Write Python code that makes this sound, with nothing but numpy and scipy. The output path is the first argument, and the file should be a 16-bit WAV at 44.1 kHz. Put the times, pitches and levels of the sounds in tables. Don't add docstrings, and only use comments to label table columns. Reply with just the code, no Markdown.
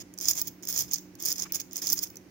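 import sys
import numpy as np
from scipy import signal
from scipy.fft import rfft, irfft
from scipy.io import wavfile
from scipy.ndimage import uniform_filter1d

SR = 44100
rng = np.random.default_rng(int(sys.argv[2]) if len(sys.argv) > 2 else 0)


def write(x):
    x = np.atleast_2d(x).T
    wavfile.write(sys.argv[1], SR, np.round(np.clip(x, -1, 1) * 32767).astype(np.int16))


N = 101429
TIME = np.arange(N) / SR
BASS_PAN_DB, WHEEL_PAN_DB, TOOTH_PAN_DB = -3.5, -9.5, -2


def from_db(db):
    return 10 ** (np.asarray(db) / 20)


def rms_one(x):
    return x / np.sqrt(np.mean(x ** 2, axis=-1, keepdims=True) + 1e-20)


def pan(left_over_right_db):
    gains = from_db(np.array([[left_over_right_db / 2], [-left_over_right_db / 2]]))
    return gains / np.sqrt(np.mean(gains ** 2))


def noise_pair(size, correlation=0.3):
    common = np.sqrt(correlation) * rng.standard_normal(size)
    return common + np.sqrt(1 - correlation) * rng.standard_normal((2, size))


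def resonate(x, hz, width_hz):
    r = np.exp(-np.pi * width_hz / SR)
    feedback = [1, -2 * r * np.cos(2 * np.pi * hz / SR), r * r]
    return signal.lfilter(np.array([1, 0, -1]) * (1 - r * r) / 2, feedback, x + 1e-18)


def colour(x, spectrum):
    hz, db = np.transpose(spectrum)
    bins_hz = np.maximum(np.fft.rfftfreq(N, 1 / SR), 1)
    gain = rms_one(from_db(np.interp(np.log(bins_hz), np.log(hz), db)))
    return irfft(rfft(x) * gain, N)


# f/Hz, relative level/dB
AIR_SPECTRUM = [(20, -40), (35, -18.5), (58, -7.5), (120, -5.5), (215, -8), (270, 1), (340, 2),
                (460, -12.5), (700, -14.5), (1200, -20), (2300, -18.5), (3500, -27.5), (6000, -23),
                (8300, -35), (16000, -30.5)]


def room_air(level_db=-54.5, alike_below_hz=670):
    share = 1 / (1 + (np.fft.rfftfreq(N, 1 / SR) / alike_below_hz) ** 2)
    common = np.sqrt(share) * rfft(rng.standard_normal(N))
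    separate = np.sqrt(1 - share) * rfft(rng.standard_normal((2, N)))
    return from_db(level_db) * pan(BASS_PAN_DB) * colour(irfft(common + separate, N), AIR_SPECTRUM)


# f/Hz, level/dB
HUM_TONES = [(97, -70.5), (183.5, -58), (259, -66.5), (295, -61.5), (355.5, -63.5), (517, -74)]


def room_hum(width_hz=19.7, waver=0.64):
    hum = np.zeros(N)
    for hz, db in HUM_TONES:
        skirt = resonate(resonate(rng.standard_normal(N + SR), hz, width_hz), hz, width_hz)[SR:]
        tone = np.sqrt(2) * np.sin(2 * np.pi * (hz * TIME + rng.random()))
        hum += from_db(db) * rms_one(tone + waver * rms_one(skirt))
    return pan(BASS_PAN_DB) * hum


def echoes(x, t60_s):
    t = np.arange(SR // 2) / SR
    tail = rng.standard_normal((2, len(t))) * from_db(-60 * t / t60_s) * (t > .003)
    return signal.fftconvolve(x, rms_one(tail) / np.sqrt(len(t)), axes=1)[:, :N]


# t/s, level/dB
RUMBLE_ENVELOPE = [(0, -45.5), (0.08, -86), (0.3, -54.5), (0.46, -56.5), (0.58, -72), (0.72, -58),
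                   (0.85, -51), (1.05, -71), (1.17, -62), (1.27, -62), (1.56, -58.5), (1.68, -69),
                   (1.83, -78), (1.9, -66), (2.3, -68)]


def handling_rumble(hz=92.6, width_hz=127):
    rumble = rms_one(resonate(resonate(noise_pair(N), hz, width_hz), hz, width_hz))
    return from_db(np.interp(TIME, *np.transpose(RUMBLE_ENVELOPE))) * rumble * pan(BASS_PAN_DB)


# t/s, f/Hz, level/dB
FINGER_RUBS = [(1.462, 1170, -49.5), (1.46, 2230, -50), (1.506, 2260, -53), (1.597, 2300, -53),
               (2.142, 2230, -61)]


def finger_rubs(sigma_s=0.0082, width_hz=420):
    rubs = np.zeros((2, N))
    for at_s, hz, db in FINGER_RUBS:
        swell = np.exp(-.5 * ((TIME - at_s) / sigma_s) ** 2)
        rubs += from_db(db) * swell * rms_one(resonate(noise_pair(N), hz, width_hz))
    return rubs


# f/Hz, t60/s, level/dB
FREE_MODES = [(6850, 0.15, -33.5), (10400, 0.29, -55), (11800, 0.3, -46), (14600, 0.24, -55)]


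def free_wheel(freed_at_s=1.3):
    age_s = np.maximum(TIME - freed_at_s, 0)
    return sum(from_db(db - 60 * age_s / t60_s) * np.sin(2 * np.pi * hz * age_s)
               for hz, t60_s, db in FREE_MODES)


# f/Hz, relative level/dB
CAGE_SPECTRUM = [(60, -9), (110, 4), (300, -2), (600, 1), (1400, -2), (2300, 3.5), (2900, -1.5), (3400, 7),
                 (4000, -2), (8000, -4.5), (16000, -0.5)]


def cage(wheels, gain_db=-7.5, compression=0.7):
    envelope = np.sqrt(np.abs(uniform_filter1d(np.mean(wheels ** 2, axis=0), size=40)))
    force = wheels.std() * (envelope / wheels.std()) ** compression
    return from_db(gain_db) * pan(-0.5) * colour(force * noise_pair(N), CAGE_SPECTRUM)


def wander(size, mesh_shift_s=.02):
    steps = np.arange(size) / SR / mesh_shift_s
    values = rng.standard_normal(int(steps[-1]) + 2)
    return np.interp(steps, np.arange(len(values)), np.clip(values, -2, 2))


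def ring(force, modes, spread_db=3.5):
    ringing = sum(from_db(db + spread_db * wander(force.shape[-1])) * resonate(force, hz, width_hz)
                  for hz, width_hz, db in modes)
    edges_hz = [modes[0][0] * 0.97, min(modes[-1][0] * 1.099, SR * .45)]
    band = signal.butter(2, edges_hz, "band", fs=SR, output="sos").repeat(2, axis=0)
    return rms_one(signal.sosfilt(band, ringing))


# t/s, level/dB
FINGER_PUSHES = [
    [(0.0, -37.5), (0.025, -45.5)],
    [(0.19, -69), (0.22, -30), (0.265, -38.5), (0.285, -24), (0.312, -25.5), (0.345, -53)],
    [(0.35, -37.5), (0.385, -29.5), (0.41, -31.5), (0.44, -58), (0.465, -49.5), (0.48, -34), (0.495, -46)],
    [(0.632, -37.5), (0.662, -58), (0.69, -32.5), (0.725, -35.5), (0.78, -27.5), (0.81, -27.5),
     (0.85, -45.5)],
    [(0.88, -46.5), (0.905, -51), (0.918, -30), (0.942, -42.5), (0.965, -41), (1.0, -53)],
    [(1.185, -57), (1.205, -44), (1.24, -38.5), (1.27, -30), (1.312, -30), (1.345, -48)],
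    [(1.355, -48.5), (1.395, -33.5), (1.418, -38), (1.43, -28.5), (1.445, -41)],
    [(1.533, -40), (1.543, -34.5), (1.555, -25), (1.585, -46), (1.608, -31.5), (1.628, -71)],
    [(1.719, -46), (1.742, -52.5), (1.756, -38.5), (1.795, -36), (1.812, -56)],
    [(1.815, -43), (1.825, -31.5), (1.855, -37.5), (1.88, -33.5), (1.93, -26.5), (1.945, -45)],
    [(1.955, -42), (1.985, -39), (2.005, -48.5), (2.036, -25.5), (2.052, -46.5), (2.075, -44.5)],
]


def turning_effort():
    return sum(from_db(np.interp(TIME, *np.transpose(push), left=-np.inf, right=-np.inf))
               for push in FINGER_PUSHES)


# f/Hz, width/Hz, relative level/dB
WHEEL_MODES = [(4500, 73, -6), (5192, 103, 2.5), (5386, 125, 3), (5730, 190, -3), (6003, 235, 2),
               (6287, 240, 3), (6710, 330, 5), (7010, 88, -6)]
# f/Hz, width/Hz, relative level/dB
TOOTH_MODES = [(9170, 1300, -4.5), (11700, 2900, -9.5), (13700, 1000, -2), (14800, 570, 5.5),
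               (15670, 460, -13.5)]


def rattle(effort, contacts_per_s=420, jitter=.5, spread_db=3.5, contact_s=.0007, sliding=0.32, snap=1.6):
    gap, strength = np.clip(rng.standard_normal((4000, 2)), -2, 2).T
    at = (np.cumsum(np.exp(jitter * gap)) / contacts_per_s * SR).astype(int)
    hits = np.bincount(at[at < N], from_db(spread_db * strength[at < N]), N)
    force = signal.lfilter([1], [1, -np.exp(-1 / (contact_s * SR))], hits) + sliding
    wheels = from_db(-2.5) * pan(WHEEL_PAN_DB) * ring(force * noise_pair(N) + snap * hits, WHEEL_MODES)
    teeth = from_db(-6.5) * pan(TOOTH_PAN_DB) * ring(force * noise_pair(N), TOOTH_MODES)
    mean_effort = from_db(-35.5)
    tooth_effort = mean_effort * (effort / mean_effort) ** 1.44
    return effort * wheels, tooth_effort * teeth


def contact(at_s, modes, chatter_s=0.00077, rise_s=0.00048, length_s=.016, detune_hz=70):
    t = np.arange(int(length_s * SR)) / SR
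    force = noise_pair(len(t)) * np.exp(-t / chatter_s) * (1 - np.exp(-t / rise_s)) ** 2
    detuned = [(hz + detune_hz * rng.normal(), width_hz, db) for hz, width_hz, db in modes]
    strike = ring(force, detuned) * np.sqrt(.0023 / length_s)
    return np.pad(strike, [(0, 0), (int(at_s * SR), N)])[:, :N]


# t/s, level/dB
SLIPS = [(0.4145, -15.5), (0.4722, -25.5), (0.9334, -12.5), (1.222, -28.5), (1.5211, -20), (1.7301, -27.5),
         (1.9279, -12), (1.9314, -17), (2.101, -39.5)]
# f/Hz, width/Hz, relative level/dB
TIP_MODES = [(10650, 5100, -12), (13400, 380, -38), (14200, 260, 3), (15950, 460, 11)]


def pings():
    wheels, teeth = np.zeros((2, 2, N))
    for at_s, db in SLIPS:
        wheels += from_db(db - 9.5) * contact(at_s, WHEEL_MODES)
        teeth += from_db(db) * contact(at_s, TIP_MODES, chatter_s=0.0024)
    return pan(WHEEL_PAN_DB) * wheels, pan(-6.5) * teeth


# t/s, wheel level/dB, tooth level/dB
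CLACKS = [(0.138, -46, -46.5), (0.1766, -39, -47), (0.1857, -32.5, -34), (0.201, -35, -43),
          (0.2106, -29, -31), (0.2442, -35, -48), (0.2544, -23.5, -38), (0.2769, -26.5, -45),
          (0.2844, -14, -24), (0.3104, -19.5, -24.5), (0.3328, -30, -35), (0.3541, -46, -35),
          (0.3805, -35, -49), (0.6247, -45, -46), (0.6357, -40.5, -45), (0.6518, -40, -35.5),
          (0.672, -30.5, -33), (0.686, -33.5, -25), (0.693, -44, -34), (0.7046, -35, -29),
          (0.718, -45, -36), (0.7253, -30, -29), (0.7406, -34.5, -42), (0.7763, -27.5, -27),
          (0.79, -22, -23), (0.8065, -25, -28), (0.8212, -40, -28), (0.912, -29, -44), (0.932, -34, -36.5),
          (0.94, -21, -29), (0.9461, -26.5, -52), (0.9578, -29, -41), (0.9828, -36.5, -42.5),
          (1.152, -47.5, -46.5), (1.2006, -38, -39), (1.2247, -34, -31), (1.235, -33, -40),
          (1.251, -29, -26), (1.256, -27, -22), (1.2615, -25, -24.5), (1.285, -24, -27),
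          (1.3029, -29.5, -29.5), (1.3171, -22.5, -39), (1.3251, -25, -23), (1.358, -36.5, -39),
          (1.3627, -37, -38), (1.3812, -32, -36), (1.3943, -30.5, -44), (1.3982, -25.5, -34),
          (1.421, -23.5, -35), (1.5458, -28.5, -26), (1.5994, -29, -41), (1.6136, -34, -44),
          (1.7104, -43, -65), (1.7574, -29.5, -45), (1.7667, -30.5, -25.5), (1.7785, -33, -37),
          (1.7855, -37, -44), (1.819, -32, -33), (1.8412, -32, -54), (1.8695, -21.5, -26.5),
          (1.8782, -29, -35), (1.8887, -24, -47), (1.9002, -23, -25), (1.94, -39, -31.5),
          (1.9731, -34.5, -37), (1.9782, -30, -34), (1.9892, -24, -31), (2.0153, -53, -49),
          (2.0364, -27.5, -47), (2.1563, -45.5, -44), (2.1683, -37.5, -42.5)]


def clacks():
    wheels, teeth = np.zeros((2, 2, N))
    for at_s, wheel_db, tooth_db in CLACKS:
        wheels += from_db(wheel_db + 0.2) * contact(at_s, WHEEL_MODES)
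        teeth += from_db(tooth_db) * contact(at_s, TOOTH_MODES, chatter_s=.0012)
    return pan(WHEEL_PAN_DB) * wheels, pan(TOOTH_PAN_DB) * teeth


def scene(left_lead_s=.00018):
    struck_wheels, struck_teeth = np.add(clacks(), pings())
    running_wheels, running_teeth = rattle(turning_effort())
    cage_drive = running_wheels + from_db(-11.5) * struck_wheels
    wheels = struck_wheels + running_wheels + cage(cage_drive)
    teeth = struck_teeth + running_teeth
    direct = wheels + teeth + free_wheel()
    direct[1] = np.interp(TIME - np.round(left_lead_s * SR) / SR, TIME, direct[1])
    room_send = (from_db(-15) * wheels + from_db(-13.5) * teeth).mean(axis=0, keepdims=True)
    table = from_db(-14.5) * echoes(direct, t60_s=0.021)
    room = echoes(room_send, t60_s=0.32)
    return direct + table + room + handling_rumble() + finger_rubs() + room_air() + room_hum()


def record(dry):
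    return signal.sosfilt(signal.ellip(10, .2, 70, 15750, fs=SR, output="sos"), dry)


dry = scene()
out = record(dry)
write(out)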